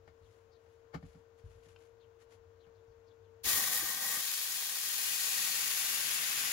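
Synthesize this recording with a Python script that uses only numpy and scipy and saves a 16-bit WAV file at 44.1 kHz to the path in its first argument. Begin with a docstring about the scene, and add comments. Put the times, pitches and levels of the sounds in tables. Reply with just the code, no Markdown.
"""A plasma cutter in a small workshop: the arc strikes at a steel sheet's edge with a hollow, sputtering
roar, then settles into an even hiss along the cut. Before it, the idle machine hums while someone picks up
the torch and steps to the bench, with faint high chirps in the distance. The jet is shaped turbulent noise
with resonances; knocks and steps are decaying modes; hum and chirps are sines of wavering pitch.
"""
import sys
import numpy as np
from scipy import signal
from scipy.fft import rfft, irfft
from scipy.io import wavfile

SR = 44100
rng = np.random.default_rng(int(sys.argv[2]) if len(sys.argv) > 2 else 0)


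def dump(signal):
    """Clip the signal to [-1, 1] and save it as 16-bit WAV at the path in sys.argv[1]."""
    limited = np.clip(np.atleast_2d(signal).T, -1, 1)
    pcm = np.round(limited * 32767).astype(np.int16)
    wavfile.write(sys.argv[1], SR, pcm)


N = 287532
TIME, BINS = np.arange(N) / SR, np.fft.rfftfreq(N, 1 / SR)  # s, Hz
STRIKE_S, ENTER_S = 3.433, 4.21  # the arc lights; the torch leaves the edge and enters the sheet


def torch(flutter_db=0.6, edge_unrest_db=0.3, cut_unrest_db=0.5):
    """Amplitude envelope on jet noise: it starts abruptly with extra level, which decays exponentially."""
    # Level of the air jet as the torch moves. Each row: time in seconds, level in dB without the extra.
    jet_levels = [(4.0, -43.5), (4.28, -39.5), (4.76, -40), (4.97, -37.5), (5.4, -36), (6.5, -37.5)]
    # Low puffs while the arc bites. Each row: centre in seconds, level in dB, width in seconds.
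    puff_times = [(3.46, -47.5, 0.06), (3.575, -49.5, 0.086), (3.833, -46.5, 0.038), (4.18, -57, .05)]
    # Spectrum of a puff. Each row: frequency in Hz, relative density in dB per Hz.
    puff_spectrum = [(25, -23), (70, 7), (130, -7), (260, -2), (420, -7.5), (1500, -20)]
    rise_s, extra_db, settle_s = 0.029, 9.5, 0.41
    lit_s = np.maximum(TIME - STRIKE_S, 0)
    level_db = follow(jet_levels) + extra_db * np.exp(-lit_s / settle_s)
    # All parts of the jet flutter together.
    slow_db = cut_unrest_db + (edge_unrest_db - cut_unrest_db) * at_edge()
    unrest_db = flutter_db * wander(140) + slow_db * wander(64)
    jet = ((hiss() + roar() + hollow()) * amp(level_db) + slot()) * amp(unrest_db)
    puffs = noise(amp(read(puff_spectrum))) * swells(puff_times)
    onset = np.minimum(lit_s / rise_s, 1)
    return onset * reflections(jet + puffs, echo_db=-24, drift=0.0001809)


def hiss(fine_db=-1.1, edge_fine_db=-0.03, coarse_db=0.7, edge_coarse_db=-0.5, coarse_flare=0.34,
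         spit_db=-12, spits_per_s=200):
    """Turbulence gives broadband noise, molten steel random impulses; small eddies carry the treble."""
    # Jet spectrum. Each row: frequency in Hz, relative density in dB per Hz.
    spectrum = [(300, -49), (900, -14), (1500, -9), (2400, 1), (4000, 2.5), (6000, 0.5), (11000, 3.5),
                (16000, -2.5)]
    dulling_db_per_s = 0.5  # treble lost along the cut
    colour, flare = amp(read(spectrum)), flaring()
    drops = (rng.random(N) < spits_per_s / SR) * rng.uniform(-1.15, 1, (2, N))
    spits = evened(irfft(rfft(drops) * colour, N))
    turbulence = scattered(noise(colour)) + amp(spit_db) * spits
    # The small eddies at the nozzle lie mostly above 6 kHz.
    fine = irfft(rfft(turbulence) / (1 + (6000 / (BINS + 1)) ** 4), N)
    fine_level_db = fine_db + flare + edge_fine_db * at_edge() - dulling_db_per_s * travel()
    coarse_level_db = coarse_db + coarse_flare * flare + edge_coarse_db * at_edge()
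    return fine * amp(fine_level_db) + (turbulence - fine) * amp(coarse_level_db)


def roar(level_db=-33.0, edge_db=14.0):
    """Low-frequency jet noise: strong past the edge, weak as the cut begins, then growing."""
    # Spectrum of the roar. Each row: frequency in Hz, relative density in dB per Hz.
    spectrum = [(25, -6), (70, 1), (160, 7), (300, 4.5), (385, -6.5), (480, -8), (620, 3), (850, -3),
                (1400, -5.5), (3000, -33)]
    growth_db_per_s = 4
    return noise(amp(read(spectrum))) * amp(level_db + edge_db * at_edge() + growth_db_per_s * travel())


def hollow(level_db=-17, edge_db=7.0, flare_share=0.47, whistle_db=-19, build_s=0.044, sputter_db=0.8,
           direct=0.32):
    """Flow excites cavity resonances at the sheet's edge and a whistle across it; both take time to build."""
    # Cavity resonances. Each row: frequency in Hz, half-width in Hz, relative level in dB.
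    cavity = [(491, 48, -9), (795, 68, -4), (1113, 92, -2), (1220, 38, -3), (1546, 52, -0.5),
              (1872, 83, 4.5), (2170, 83, -5)]
    whistle_hz, waver_hz = 1947, 35.6
    air = noise(resonances(cavity))
    air = evened(air + direct * air[::-1])  # the edge faces the listener: the channels are more alike
    whistle_turns = np.cumsum(whistle_hz + waver_hz * wander(40)) / SR
    whistle = np.sin(2 * np.pi * whistle_turns) * amp(whistle_db + 5 * wander(22))
    build = 1 - np.exp(-np.maximum(TIME - STRIKE_S, 0) / build_s)
    sound = air * amp(level_db + edge_db * at_edge()) + whistle * at_edge()
    return sound * build * amp(flare_share * flaring() + sputter_db * wander(54))


def slot(level_db=-53, growth=1.2):
    """Flow noise through a resonant slot: louder as a power of the time spent cutting."""
    # Broad slot resonances, filling the middle of the hiss.
    # Each row: frequency in Hz, half-width in Hz, relative level in dB.
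    slot_peaks = [(1580, 236, -1.5), (2360, 700, -2), (3050, 540, -2)]
    return noise(resonances(slot_peaks)) * amp(level_db) * travel() ** growth


def flaring():
    """Amplitude envelope, in dB, of the arc's flares: each has an attack, a hold and a release."""
    # The arc flares as it bites into the edge.
    # Each row: start in seconds, time until release in seconds, rise in dB (parts of the jet take a share).
    flares = [(3.472, 0.14, 5), (3.614, 0.065, 4), (3.707, 0.083, 6), (3.817, 0.11, 3.5), (4.01, 0.14, 4.5)]
    attack_s, release_s = 0.019, 0.035
    rises = []
    for start, length, db in flares:
        attack = np.clip((TIME - start) / attack_s, 0, 1)
        release = np.exp(-np.maximum(TIME - start - length, 0) / release_s)
        rises.append(db * attack * release)
    return np.max(rises, axis=0)


def at_edge():
    """Smooth transition of the flow: 1 while the jet blows past the sheet's edge, 0 inside the cut."""
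    return 0.5 - 0.5 * np.tanh((TIME - ENTER_S) / 0.032)


def travel():
    """Elapsed time of motion: seconds for which the torch has been moving along the cut."""
    return np.maximum(TIME - ENTER_S, 0)


def scattered(x, core_db=-4.5, t60=0.054, count=3):
    """Multipath: the jet's core reaches each port by short paths, which change as the torch moves."""
    t = TIME[:SR // 16]
    paths = rng.standard_normal((count, 2, len(t))) * amp(-60 * t / t60)
    place = np.interp(TIME, [STRIKE_S, TIME[-1]], [0, count - 1])
    core = 0
    for k in range(count):
        share = np.sqrt(np.maximum(1 - abs(place - k), 0))  # equal-power crossfade between clusters
        core = core + share * signal.oaconvolve(x[:1], paths[k], axes=1)[:, :N]
    return evened(x + amp(core_db) * evened(core))


def reflections(x, echo_db, drift, count=8):
    """Comb filtering by echoes off sheet, bench and walls, whose paths shift as the torch moves."""
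    out = x.copy()
    for side in range(2):
        delays = rng.uniform(0.001046, 0.018, count)  # s
        speeds = rng.normal(0, drift, count)  # seconds of delay per second
        signs = rng.choice([-1, 1], count)
        for delay, speed, sign in zip(delays, speeds, signs):
            heard_from = TIME - delay - speed * (TIME - STRIKE_S)
            out[side] += sign * amp(echo_db) * np.interp(heard_from, TIME, x[side])
    return out / np.sqrt(1 + count * amp(echo_db) ** 2)


def handling(clack_s=0.013, clatter_db=4):
    """Impacts excite damped modes and friction excites noise: bench knocks, footfalls, cloth and hose."""
    # Knocks on the bench as the torch is taken.
    # Each row: time in seconds, relative ring in dB, relative clack in dB, clack rise in seconds.
    knock_times = [(0.078, -65, -59.5, 0.0022), (0.664, -79, -71, 0.0033), (.947, -37.5, -44, 0.0055),
                   (1.029, -45.5, -61.5, .002), (1.149, -53, -66.5, .003), (1.659, -62.5, -78, 0.0026),
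                   (2.667, -66, -68, .003)]
    # Modes of bench, then torch handle, then floor.
    # Each row: frequency in Hz, relative level in dB, 60 dB decay time in seconds.
    bench = [(73.4, -10.5, 0.34), (164.4, 9.5, 0.11), (198, -6, 0.14), (272, -2.5, 0.14), (627, -29, 0.11),
             (900, -28, 0.048), (1524, -14, 0.02), (2030, -38, 0.091)]
    handle = [(1003, 0, 0.022), (1500, 4, 0.018), (2450, -4, 0.05), (2740, 5, 0.024), (3050, -2, 0.042),
              (3700, -9, .03), (4360, -10, .03), (5160, -9, .02)]
    floor = [(52.3, -2.5, 0.34), (83, -1.5, 0.22), (94.2, 9, 0.12), (135, -7, 0.14)]
    # Spectra of clack and clothing. Each row: frequency in Hz, relative density in dB per Hz.
    clack_spectrum = [(100, 13), (500, -13), (1500, -10), (2500, -7.5), (5500, -12.5), (9000, -23.5),
                      (15000, -29)]
    cloth_spectrum = [(200, 1), (1400, -2.5), (3000, -4), (6500, -12.5), (11000, -15.5), (15000, -32)]
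    # Resonances of the torch as it scrapes off the bench.
    # Each row: frequency in Hz, half-width in Hz, relative level in dB.
    clatter = [(535, 210, 10), (674, 61, 1), (810, 60, 13), (1220, 230, 4), (1440, 140, 3.5), (1800, 53, 4),
               (2180, 87, 4), (3020, 140, -6.5), (4120, 99, -12), (4730, 330, -14)]
    # Clicks of the handle in the hand, then footfalls. Each row: time in seconds, relative level in dB.
    click_times = [(1.761, -61.5)]
    step_times = [(.214, -57), (1.04, -48), (1.44, -44), (1.49, -59), (1.555, -56), (1.69, -63),
                  (2.88, -57)]
    # Swishes of clothing and hose. Each row: centre in seconds, relative level in dB, width in seconds.
    swishes = [(.32, -79.5, 0.24), (.7, -84.5, 0.2), (1.11, -76.5, 0.18), (1.39, -78, 0.028),
               (1.53, -77.5, 0.21), (1.645, -77, 0.048), (1.7, -73, 0.077), (1.82, -76, 0.13),
               (2.22, -71.5, 0.041), (2.33, -70.5, 0.06)]
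    contact = np.zeros(N)
    for s, _, db, rise in knock_times:
        contact += amp(db) * np.exp(-np.maximum((s - TIME) / rise, (TIME - s) / clack_s))
    scrape = noise(amp(read(clack_spectrum)) + amp(clatter_db) * resonances(clatter)) * contact
    knocks = scrape + blows(knock_times, bench, soft_s=0.0084)
    click = blows(click_times, handle, soft_s=0.00063)
    steps = blows(step_times, floor, soft_s=0.013)
    cloth = noise(amp(read(cloth_spectrum))) * swells(swishes) * amp(2 * wander(90))
    return room((knocks + click + steps + cloth) * pan(3.3), wet_db=-10.5)


def machine(whine_db=-4, drone_db=-76, air_db=-69):
    """Rotation gives harmonic tones and flow gives noise: a fan's whine, a wavering drone, rushing air."""
    # Whine of the idle machine. Each row: time in seconds, frequency in Hz, relative level in dB.
    whine_curve = [(0.0, 456, -63), (1.24, 457.3, -61.5), (1.9, 459, -60.5), (3.4, 456, -60)]
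    # Its harmonics. Each row: multiple of the frequency, relative level in dB.
    overtones = [(1, 0.5), (2, -25), (3, -30)]
    # Faint wavering tones. Each row: mean frequency in Hz, relative level in dB.
    hum_tones = [(1104, -96.5), (1443, -91.5), (1561, -93), (1830, -94.5)]
    # Spectrum of the air. Each row: frequency in Hz, relative density in dB per Hz.
    fan_spectrum = [(25, -11), (60, 1.5), (100, 9.5), (140, -12.5), (200, -13.5), (300, -9), (520, -6),
                    (800, -13.5), (1050, -12), (1300, -17), (1520, -17.5), (2100, -22.5), (6500, -33),
                    (9000, -45), (15500, -41)]
    drone_hz = 96
    heard_db, fade_s = -14, 0.33  # from the strike on, this background is heard fainter
    turns = np.cumsum(follow(whine_curve) * (1 + 0.0015 * wander(7))) / SR
    waver_db = 0.7 * wander(9)
    whine = sum(amp(db) * np.sin(2 * np.pi * k * turns) for k, db in overtones)
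    whine = whine * amp(follow(whine_curve, axis=2) + whine_db + waver_db)
    drone_turns = np.cumsum(drone_hz + 6 * wander(12.34)) / SR
    drone = np.sqrt(2) * np.sin(2 * np.pi * drone_turns) * amp(drone_db + 2.8 * wander(7.8))
    air = amp(air_db) * noise(amp(read(fan_spectrum)))
    hum = sum(amp(db) * np.sin(2 * np.pi * np.cumsum(hz + 4 * wander(6.4)) / SR) for hz, db in hum_tones)
    background_gain = amp(heard_db * np.clip((TIME - STRIKE_S) / fade_s, 0, 1))
    return (whine * pan(7.6) + drone * pan(12.0) + (air + hum) * pan(5.1)) * background_gain


def chirps(length_s=0.03, fall_per_s=1.8, spread=0.12):
    """Frequency modulation: falling two-note chirps, scratchy from fast random pitch, blurred by the room."""
    # Each row: centre of the first note in seconds, relative level in dB, mid-note pitch in Hz.
    calls = [(.07, -89, 4650), (.24, -84, 4020), (.53, -79.5, 4760), (2.017, -78.5, 3850),
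             (2.614, -81, 3940), (2.76, -87, 4400), (2.89, -90, 5440), (3.085, -80, 4450),
             (3.25, -88, 3650)]
    gap_s, ratio = 0.028, 0.81  # the second note is later and lower
    out, waver = np.zeros(N), 1 + spread * wander(900)
    for start, db, first_hz in calls:
        for s, hz in (start, first_hz), (start + gap_s, first_hz * ratio):
            pitch = hz * waver * (1 - np.clip(fall_per_s * (TIME - s), -0.5, 0.5))
            out += swells([(s, db, length_s)]) * np.sin(2 * np.pi * np.cumsum(pitch) / SR)
    return room(out * pan(12.0) * amp(1.8 * wander(120)), wet_db=-12.5)


def room(x, wet_db):
    """Reverberation: the workshop's dense reflections form an exponentially decaying noise tail."""
    t = TIME[:SR // 2]
    t60 = 0.13  # s
    tail = rng.standard_normal((2, len(t))) * amp(-60 * t / t60) * (t > 0.004)
    tail /= np.linalg.norm(tail, axis=1, keepdims=True)
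    return x + amp(wet_db) * signal.oaconvolve(x, tail, axes=1)[:, :N]


def blows(rows, body, soft_s):
    """Linear superposition: soft blows at rows (s, dB, ..) convolved with a body's modal response."""
    hits = np.zeros(N)
    for s, db, *_ in rows:
        hits[round(s * SR)] += amp(db)
    softness = 1 - np.exp(-TIME[:SR // 2] / soft_s)
    return signal.oaconvolve(hits, ring(body) * softness)[:N]


def ring(modes):
    """Modal synthesis: a struck body is a sum of exponentially decaying sines."""
    t = TIME[:SR // 2]
    return sum(amp(db - 60 * t / t60) * np.sin(2 * np.pi * hz * t) for hz, db, t60 in modes)


def resonances(peaks):
    """Resonance curves summed in power: gain from rows (Hz, half-width Hz at -6 dB, dB)."""
    return np.sqrt(sum(amp(db) ** 2 / (1 + ((BINS - hz) / width) ** 2) ** 2 for hz, width, db in peaks))


def noise(gain):
    """Filtered stereo noise of rms 1, whose coherence between channels depends on frequency."""
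    # Each row: frequency in Hz, left-right correlation from -1 to 1.
    likeness = [(60, 1), (130, 1), (290, 1), (640, 0.052), (1410, -0.28), (3100, 0.23), (6820, -0.031),
                (15000, 0.11)]
    a, b = rfft(rng.standard_normal((2, N)))
    same = np.clip(read(likeness), -1, 1)
    return evened(irfft(np.array([a, same * a + np.sqrt(1 - same ** 2) * b]) * gain, N))


def wander(rate_hz):
    """Low-pass filtered chance: a random fluctuation of rms 1."""
    return evened(irfft(rfft(rng.standard_normal(N)) / (1 + (BINS / rate_hz) ** 2), N))


def swells(rows):
    """Gaussian envelopes from rows (centre s, dB, full width s at 1/e of the peak)."""
    return sum(amp(db) * np.exp(-(2 * (TIME - s) / length) ** 2) for s, db, length in rows)


def read(points, hz=BINS, axis=1):
    """Interpolation of a spectrum column on a log-frequency axis."""
    table = np.transpose(points)
    return np.interp(np.log(hz + 1), np.log(table[0] + 1), table[axis])


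def follow(rows, axis=1):
    """Linear interpolation of a time curve's column at every sample."""
    table = np.transpose(rows)
    return np.interp(TIME, table[0], table[axis])


def pan(left_db):
    """Interchannel level difference: gains that make left exceed right by left_db."""
    return amp([[left_db / 2], [-left_db / 2]])


def amp(db):
    """Logarithmic level to linear gain: 20 dB is a factor of ten in amplitude."""
    return 10 ** (np.asarray(db) / 20)


def evened(x):
    """Normalisation of mean power: scales to rms 1."""
    return x / np.sqrt(np.mean(x ** 2) + 1e-20)


def scene():
    """Superposition: the sound pressures of all sources add at the listener."""
    return torch() + machine() + handling() + chirps()


def record(dry):
    """Linear filtering: each microphone port colours its channel, then a low-pass limits the band."""
    # Each row: frequency in Hz, left gain in dB, right gain in dB.
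    port_colour = [(220, -1.5, 0), (440, 5, -2), (1500, 5, 2.5), (2240, 5, -2.5), (4010, 4, 2.5),
                   (5660, 5.5, 4), (7030, 10.5, 2.5), (8100, 4, -30), (8850, 5, -17), (9400, 5, -3.5),
                   (11800, 9.5, -2.5), (12000, 3, 1), (15600, 7.5, 7)]
    cut_hz = 15800
    ports = amp([read(port_colour), read(port_colour, axis=2)])
    impulse = np.fft.fftshift(irfft(ports, N), axes=1)
    taps = impulse[:, N // 2 - 256:N // 2 + 257] * np.hanning(513)
    coloured = signal.oaconvolve(dry, taps, "same", axes=1)
    low_pass = signal.firwin(1023, cut_hz, window=("kaiser", 9), fs=SR)
    return signal.oaconvolve(coloured, low_pass[None], "same", axes=1)


dry = scene()
out = record(dry)
dump(out)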